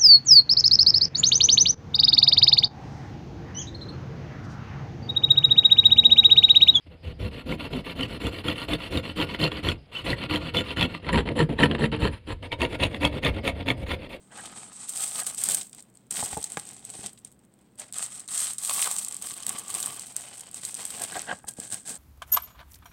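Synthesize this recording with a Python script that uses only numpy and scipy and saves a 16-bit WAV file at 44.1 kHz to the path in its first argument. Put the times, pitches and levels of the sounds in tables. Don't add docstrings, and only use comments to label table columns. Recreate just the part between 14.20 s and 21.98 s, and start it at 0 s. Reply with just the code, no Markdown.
import sys
import numpy as np
from scipy import signal
from scipy.fft import rfft, irfft, next_fast_len
from scipy.io import wavfile
from scipy.ndimage import map_coordinates

SR = 44100
rng = np.random.default_rng(int(sys.argv[2]) if len(sys.argv) > 2 else 0)


def file_out(sig):
    cols = np.atleast_2d(sig).T
    lim = np.clip(cols, -1, 1)
    pcm = np.round(lim * 32767).astype(np.int16)
    wavfile.write(sys.argv[1], SR, pcm)


N = 342965
TIME = np.arange(N) / SR


def amp(db):
    return 10 ** (np.asarray(db) / 20)


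def unit(x):
    return x / np.sqrt(np.mean(x ** 2) + 1e-20)


def along(points, hz):
    f, v = np.transpose(points)
    return np.interp(np.log(hz + 1), np.log(f + 1), v)


def wobble(rate):
    return map_coordinates(rng.standard_normal(4096), [TIME * rate], mode="wrap")


def filtered(x, response):
    m = next_fast_len(len(x) + 4096, real=True)
    spectrum = rfft(x, m) * response(np.fft.rfftfreq(m, 1 / SR))
    return irfft(spectrum, m)[:len(x)]


def coloured(x, spectrum, size=4096):
    cepstrum = irfft(np.log(amp(along(spectrum, np.fft.rfftfreq(size, 1 / SR)))))
    cepstrum[1:size // 2] *= 2
    cepstrum[size // 2 + 1:] = 0
    impulse_response = irfft(np.exp(rfft(cepstrum)))
    return signal.fftconvolve(x, impulse_response)[:len(x)]


def resonance(f, centre, width):
    return 1j * f * width / (centre ** 2 - f * f + 1j * f * width)


def microphone(x, port_hz=8330, width_hz=760, bass_hz=40):
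    def response(f):
        port = port_hz ** 2 / (port_hz ** 2 - f * f + 1j * f * width_hz)
        return port * 1j * f / (1j * f + bass_hz)
    return filtered(x, response)


def at_level(x, db):
    return x * amp(db) / (np.std(microphone(x)) + 1e-12)


def add(track, s, sound):
    start = int(round(s * SR))
    track[start:start + len(sound)] += sound[:N - start]


def grains(rate, spread_db, cap):
    at = np.flatnonzero(rng.random(N) < rate / SR)
    sizes = rng.laplace(size=N)[at]
    x = np.zeros(N)
    x[at] = np.sign(sizes) * amp(spread_db * np.minimum(np.abs(sizes), cap))
    return x


# frequency in Hz, relative level in dB.
VENTILATION_SPECTRUM = [(20, -6), (40, -16), (66, -2.5), (92, -13.5), (120, 3), (150, -4), (190, 3),
                        (255, -1), (350, -7.5), (520, -12.5), (1600, -25), (4000, -37), (8000, -59.5),
                        (16000, -23)]


def background():
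    air = unit(filtered(rng.standard_normal(N), lambda f: amp(along(VENTILATION_SPECTRUM, f))))
    hum = amp(-70) * np.sin(2 * np.pi * 120 * TIME)
    whine = amp(-91) * np.sin(2 * np.pi * 13378 * TIME)
    return amp(-60) * air + hum + whine


# frequency in Hz, time to fall by 60 dB in seconds.
REVERBERATION_TIMES = [(150, 0.074), (1000, 0.33), (8000, 0.057), (16000, 0.6)]


def room(x, near_db=-13, tail_db=-16):
    hz, t, bands = signal.stft(rng.standard_normal(SR // 2), SR, nperseg=256)
    decay = amp(-60 * t / along(REVERBERATION_TIMES, hz)[:, None])
    tail = signal.istft(bands * decay, SR, nperseg=256)[1]
    t = TIME[:len(tail)]
    near = rng.standard_normal(len(t)) * amp(-60 * t / 0.02) * (t > .0015)
    tail = tail * (t > .006)
    echo = amp(near_db) * near / np.linalg.norm(near) + amp(tail_db) * tail / np.linalg.norm(tail)
    return signal.fftconvolve(x, echo)[:N]


def card(x, modes, corner_hz, order=2):
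    def body(f):
        return sum((-1) ** k * amp(db) * resonance(f, hz, width) for k, (hz, width, db) in enumerate(modes))
    contact = signal.butter(order, min(corner_hz, SR / 4), fs=SR, output="sos")
    return filtered(signal.sosfilt(contact, x), body)


# frequency in Hz, width in Hz, relative level in dB.
LAID_CARD_MODES = [(74, 27, -2.5), (132, 334, -0.5), (258, 116, 6), (450, 370, -4), (836, 106, 8),
                   (1250, 94, 1.5), (1780, 510, -2.5), (2500, 680, -11.5)]
# start in seconds, peak level of the knock in dB,
# hardness as treble corner in Hz, flutter's 60 dB decay in seconds, table thud in dB before its soft attack.
TABLE_TAPS = [(2.026, -20, 900, 0.047, -39), (2.129, -26.5, 2150, 0.032, -33),
              (2.168, -21.5, 700, 0.067, -33), (2.371, -21.5, 5500, 0.037, -63),
              (2.789, -37, 450, 0.016, -46), (2.857, -45, 1510, 0.019, -58),
              (7.131, -47, 404, 0.069, -48.5), (7.242, -36, 2200, 0.02, -44),
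              (7.385, -32.5, 420, 0.053, -45)]
THUD_HZ, THUD_T60, THUD_ATTACK_S = 72, 0.079, 0.002


def taps():
    track, t = np.zeros(N), TIME[:SR // 5]
    for s, db, hard_hz, t60, thud_db in TABLE_TAPS:
        contact = 0.1 * rng.standard_normal(len(t)) * amp(-60 * t / t60)
        contact[0] += 1
        knock = card(contact, LAID_CARD_MODES, hard_hz, order=3)
        thud_envelope = amp(thud_db - 60 * t / THUD_T60) * (1 - np.exp(-t / THUD_ATTACK_S))
        thud = thud_envelope * np.sin(2 * np.pi * THUD_HZ * t)
        add(track, s, amp(db) * knock / np.abs(knock).max() + thud)
    return track


# frequency in Hz, width in Hz, relative level in dB.
HELD_CARD_MODES = [(270, 530, -17), (767, 160, -1), (1210, 480, -11.5), (1615, 107, 2), (1950, 146, -6),
                   (3000, 330, -10)]
# middle in seconds, rms level in dB at the height of the swell,
# half length in seconds, brightness as treble corner in Hz.
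EDGE_SLIPS = [(0.125, -51, 0.011, 3000), (0.194, -43, 0.0096, 2500), (1.019, -40.5, 0.0065, 3480),
              (6.818, -41.5, 0.019, 850), (6.925, -41, 0.0055, 2500), (6.955, -36, 0.0044, 1800),
              (6.968, -31.5, 0.0088, 835), (7.082, -42, 0.012, 2000), (7.094, -32.5, 0.008, 3000),
              (7.113, -25, 0.0028, 3500), (7.128, -29.5, 0.0029, 1300)]


def slips():
    track, t, lead = np.zeros(N), TIME[:SR // 5], 1 / 20
    for s, db, half, bright_hz in EDGE_SLIPS:
        swell = np.exp(-((t - lead) / half) ** 2 / 2)
        rasp = card(swell * rng.standard_normal(len(t)), HELD_CARD_MODES, bright_hz)
        add(track, s - lead, amp(db) * rasp * np.linalg.norm(swell) / np.linalg.norm(rasp))
    return track


# start in seconds, swell in seconds, easing in seconds,
# drive of the foil crackle in dB, drive of the paper friction in dB.
HAND_STROKES = [(0, 0.0054, 0.17, -61.5, -68.5), (0.117, 0.062, 0.18, -45, -46),
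                (0.349, 0.017, 0.12, -41, -49), (0.52, 0.11, 0.115, -39, -53.5),
                (0.688, 0.13, 0.13, -30, -44.5), (0.941, 0.056, 0.026, -28.5, -41),
                (1.06, 0.005, 0.085, -32.5, -47.5), (1.178, 0.13, 0.085, -26.5, -42.5),
                (1.527, 0.061, 0.02, -50.5, -57), (1.75, 0.011, 0.04, -63, -69),
                (1.907, 0.073, 0.16, -31, -42.5), (2.168, 0.0054, 0.4, -41.5, -52),
                (2.583, 0.19, 0.07, -42.5, -52.5), (2.79, 0.07, 0.014, -39.5, -45.5),
                (3.046, 0.005, 0.026, -53, -58.5), (3.579, 0.022, 0.043, -43, -45.5),
                (3.735, 0.1, 0.031, -32.5, -43.5), (3.903, 0.015, 0.095, -39.5, -52),
                (4.085, 0.12, 0.1, -26, -42.5), (4.39, 0.11, 0.15, -29.5, -43),
                (4.52, 0.075, 0.23, -29, -40), (4.818, 0.045, 0.36, -45, -51.5),
                (5.006, 0.064, 0.11, -38.5, -48.5), (5.152, 0.146, 0.26, -40, -44.5),
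                (5.481, 0.12, 0.17, -34, -43), (5.764, 0.04, 0.36, -44.5, -53.5),
                (5.958, 0.013, 0.32, -44.5, -49.5), (6.33, 0.03, 0.077, -42.5, -52.5),
                (6.43, 0.0063, 0.17, -38.5, -49), (6.547, 0.068, 0.46, -40.5, -48),
                (6.74, 0.11, 0.014, -37, -41.5), (6.897, 0.066, 0.036, -39, -40.5),
                (7.085, 0.05, 0.024, -43.5, -47.5), (7.27, 0.014, 0.017, -40, -48.5),
                (7.368, 0.086, 0.016, -38, -49), (7.5, 0.034, 0.028, -31.5, -45),
                (7.653, 0.053, 0.039, -32.5, -47)]
EASE_DB, RELEASE_DB_PER_S = -8, 229.5
TOUCH_FOIL_DB, TOUCH_PAPER_DB = -76.5, -76.5
GRAB_S, GRAB_DB = 0.005, -10


def handling():
    power = amp([[TOUCH_FOIL_DB], [TOUCH_PAPER_DB]]) ** 2 * np.ones(N)
    for s, swell, easing, foil_db, paper_db in HAND_STROKES:
        since = TIME - s
        shape_db = np.interp(since, [0, swell, swell + easing], [GRAB_DB, 0, EASE_DB])
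        shape_db = shape_db - RELEASE_DB_PER_S * np.clip(since - swell - easing, 0, 1)
        grab = np.clip(1 + since / GRAB_S, 0, 1) ** 2
        power = power + (amp([[foil_db], [paper_db]]) * grab * amp(shape_db)) ** 2
    return 10 * np.log10(power)


# start in seconds, main ring in Hz,
# second ring in Hz, ring level in dB, flexing in dB before a 1 dB cut, crispness in dB.
GRIP_SHAPES = [(0, 1250, 860, 2.5, 8, -24), (.68, 1250, 750, 3.5, 2.5, -2.5),
               (1.172, 620, 3600, -12.5, 5, -2.5), (1.9, 706, 3430, -11, 6.5, -1.5),
               (2.45, 750, 3420, -7.5, 9.5, -3.5), (3.55, 610, 1570, -3, -7, -4),
               (3.72, 1250, 1780, 4, -1.5, -6.5), (4.401, 1145, 990, 2.5, -4.5, 1),
               (4.881, 1156, 3100, 3.5, 5.5, 4.5), (5.801, 3000, 660, -4, 2.5, 1.5),
               (6.35, 1660, 780, -35, 3.5, 2), (7.03, 1615, 630, 5, 12.5, -4.5)]


def held(x):
    return np.split(x, [int(row[0] * SR) for row in GRIP_SHAPES[1:]])


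def crispness():
    stretches = [np.full(len(part), grip[5]) for grip, part in zip(GRIP_SHAPES, held(TIME))]
    return np.concatenate(stretches)


# frequency in Hz, relative density in dB per Hz.
PAPER_SPECTRUM = [(40, -25), (300, -14), (480, -4), (750, 4), (1000, -1.5), (1400, -3), (2200, -2.5),
                  (3300, -3), (5500, -11.5), (15000, -35.5)]
# frequency in Hz, relative density in dB per Hz.
FLEX_SPECTRUM = [(30, -26), (80, -2.5), (130, 0.5), (200, 4), (290, -2), (430, -3), (900, -29), (4000, -48)]


def paper(rub_db, main_width_hz=80, second_width_hz=330, catch_t60=0.011):
    catch_decay = amp(-120 * TIME[:SR // 30] / catch_t60)
    catches = signal.oaconvolve(grains(330, spread_db=6.0, cap=2.2) ** 2, catch_decay)[:N]
    fibres = np.sqrt(np.abs(catches) / catches.mean() + 0.52) * rng.standard_normal(N)
    rub = coloured(fibres, PAPER_SPECTRUM)
    flex = coloured(rng.standard_normal(N), FLEX_SPECTRUM)
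    stretches = []
    for grip, rubbing, flexing in zip(GRIP_SHAPES, held(rub), held(flex)):
        _, main_hz, second_hz, ring_db, flex_db, _ = grip

        def bent_sheet(f):
            main = 2.08 * resonance(f, main_hz, main_width_hz)
            second = 0.54 * resonance(f, second_hz, second_width_hz)
            return 1 + amp(ring_db) * (main + second)
        sheet = filtered(rubbing, bent_sheet)
        stretches.append((sheet + amp(flex_db - 1.0) * flexing) / np.std(sheet))
    unsteady_db = 2.72 * wobble(45)
    return np.concatenate(stretches) * amp(rub_db + unsteady_db - 1.86)


# frequency in Hz, relative density in dB per Hz.
FOIL_SPECTRUM = [(100, -22), (500, -16.5), (1200, 3.5), (2200, -2), (3800, 2.5), (5500, -1.5), (7500, 1.5),
                 (10000, 1.5), (12500, 4), (15500, 5)]


def around(centre_hz, skirt_db):
    return [(hz, level - skirt_db * abs(np.log2(hz / centre_hz))) for hz, level in FOIL_SPECTRUM]


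def crackle(level_db, count=12, density_power=0.6, top_hz=10500, brightening=0.49):
    effort_db = np.clip(level_db, -55, -22) + 35.5
    density = amp(density_power * effort_db)
    buckles = grains(1400 * density, spread_db=4.0, cap=3.23) / np.sqrt(density)
    facet = rng.integers(count, size=N)
    t, ticks = TIME[:SR // 50], np.zeros(N)
    for k, pitch_hz in enumerate(np.geomspace(3200, 13000, count)):
        ring = rng.standard_normal(len(t)) * amp(-60 * t / rng.uniform(0.0033, 0.022))
        ring = at_level(coloured(ring, around(pitch_hz, skirt_db=3.5)), 0)
        ticks += signal.oaconvolve(buckles * (facet == k), ring)[:N]
    crisp_db = crispness()
    slide = amp(-7.5 - crisp_db)
    hiss = at_level(coloured(rng.standard_normal(N), FOIL_SPECTRUM), 0)
    sheet = (at_level(ticks, 0) + slide * hiss) / np.hypot(1, slide)
    top = filtered(sheet, lambda f: 1 - 1 / (1 + (f / top_hz) ** 10))
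    sheet = sheet + top * (amp(crisp_db + brightening * effort_db) - 1)
    unsteady_db = 1.8 * wobble(60)
    return sheet * amp(level_db + unsteady_db)


CREASES_PER_S = 16
CREASE_DB, CREASE_GROWS, CREASE_SCATTER_DB = -38.5, 0.71, 3.14
CREASE_S, CREASE_HZ, CREASE_OCTAVES = 0.0011, 6000, 0.43
MIDDLING_DB = -42
CREASE_OCTAVES_PER_DB = -0.05


def chance_creases(foil_db):
    at = np.flatnonzero(rng.random(N) < CREASES_PER_S / SR)
    chance = rng.standard_normal((N, 3))[at].clip(-2, 2)
    strain_db = foil_db - MIDDLING_DB + crispness() / 2
    creases = []
    for s, pull_db, (size, length, pitch) in zip(TIME[at], strain_db[at], chance):
        level_db = CREASE_DB + CREASE_GROWS * pull_db + CREASE_SCATTER_DB * size
        octaves = CREASE_OCTAVES_PER_DB * pull_db + CREASE_OCTAVES * pitch
        creases.append((s, level_db, CREASE_S * 2 ** (length / 2), CREASE_HZ * 2 ** octaves))
    return creases


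# start in seconds,
# level in dB before a 7 dB cut, length of the burst in seconds, centre frequency in Hz.
PLACED_CREASES = [(0.2555, -37.5, 0.009, 3000), (0.692, -28.5, 0.009, 8200), (1.066, -28, 0.0057, 10000),
                  (1.1815, -35, 0.0045, 6300), (1.237, -21, 0.0036, 12000), (1.288, -22.5, 0.0011, 11000),
                  (1.298, -25, .002, 6900), (1.3465, -20, 0.0022, 11000), (1.412, -32, 0.0054, 4150),
                  (1.53, -43.5, 0.0021, 3730), (1.6046, -48, 0.0015, 6600), (1.772, -51.5, 0.0016, 5000),
                  (1.908, -27.5, .0045, 7000), (2.229, -37, 0.00055, 9700), (2.2416, -26.5, 0.0022, 6170),
                  (2.3717, -33.5, 0.001, 1590), (2.432, -52, .003, 3830), (2.651, -36.5, 0.0015, 7700),
                  (2.8616, -32, .0016, 4000), (2.9754, -52.5, 0.006, 2730), (3.0485, -39, .0012, 6000),
                  (3.5964, -34, 0.0042, 7040), (3.7255, -36, 0.00074, 8350), (3.736, -39.5, 0.0014, 5940),
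                  (3.784, -28, .0014, 9500), (3.827, -30, 0.00092, 4600), (4.003, -39, .0012, 6200),
                  (4.078, -39, 0.0018, 6200), (4.1765, -25.5, 0.0029, 6640), (4.334, -34.5, 0.0015, 10600),
                  (4.3827, -28.5, 0.0046, 6470), (4.449, -28.5, 0.0017, 4780), (4.617, -21.5, 0.0028, 8200),
                  (4.7837, -25, 0.0057, 6500), (4.8477, -29.5, 0.00076, 7000), (4.8834, -30, 0.0023, 10000),
                  (4.9112, -37, .001, 6100), (4.9447, -33, 0.00082, 8800), (4.967, -33, 0.00084, 9900),
                  (5.0228, -31.5, 0.0035, 8600), (5.0875, -42, .001, 3270), (5.1087, -36.5, 0.0013, 2650),
                  (5.232, -38.5, 0.0027, 3450), (5.2664, -25.5, 0.00099, 9900), (5.2926, -25, 0.0025, 8850),
                  (5.3854, -31, 0.0039, 9500), (5.5027, -32, 0.0012, 9300), (5.5494, -26, 0.0022, 11000),
                  (5.659, -26.5, 0.0033, 9100), (5.9652, -25.5, 0.00081, 8140),
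                  (6.3437, -35.5, .0017, 4970), (6.4337, -42, 0.0016, 2570), (6.451, -29.5, 0.0009, 7650),
                  (6.5434, -32, 0.00074, 6500), (6.6527, -28.5, 0.0012, 10000), (6.8204, -31.5, .001, 8300),
                  (6.837, -29.5, .0024, 7800), (7.018, -34.5, 0.0013, 7300), (7.287, -30, 0.0034, 6700),
                  (7.4007, -32, 0.0013, 6700), (7.524, -32, 0.0015, 5500)]


def snaps(further_creases, skirt_db=5.0, crack=4.4, shiver_db=-23.5, shiver_t60=0.23):
    track, t = np.zeros(N), TIME[:SR // 25]
    for s, db, length, centre_hz in PLACED_CREASES + further_creases:
        burst = np.exp(-(t / length) ** 2 / 2) + amp(shiver_db - 60 * t / shiver_t60)
        force = burst * rng.choice([-1, 1], len(t))
        force[0] = crack
        focus = np.clip(7000 / centre_hz, .7, 2)
        snap = coloured(force, around(centre_hz, skirt_db * focus))
        add(track, s, at_level(snap, db - 7.0))
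    return track


def scene():
    foil_db, paper_db = handling()
    card_sounds = taps() + slips()
    foil_sounds = crackle(foil_db) + snaps(chance_creases(foil_db))
    table = card_sounds + paper(paper_db) + foil_sounds
    return (table + room(table) + background())[None]


def record(dry):
    return filtered(microphone(dry[0]), lambda f: 1 / np.sqrt(1 + (f / 16000) ** 240))[None]


dry = scene()
out = record(dry)
file_out(out)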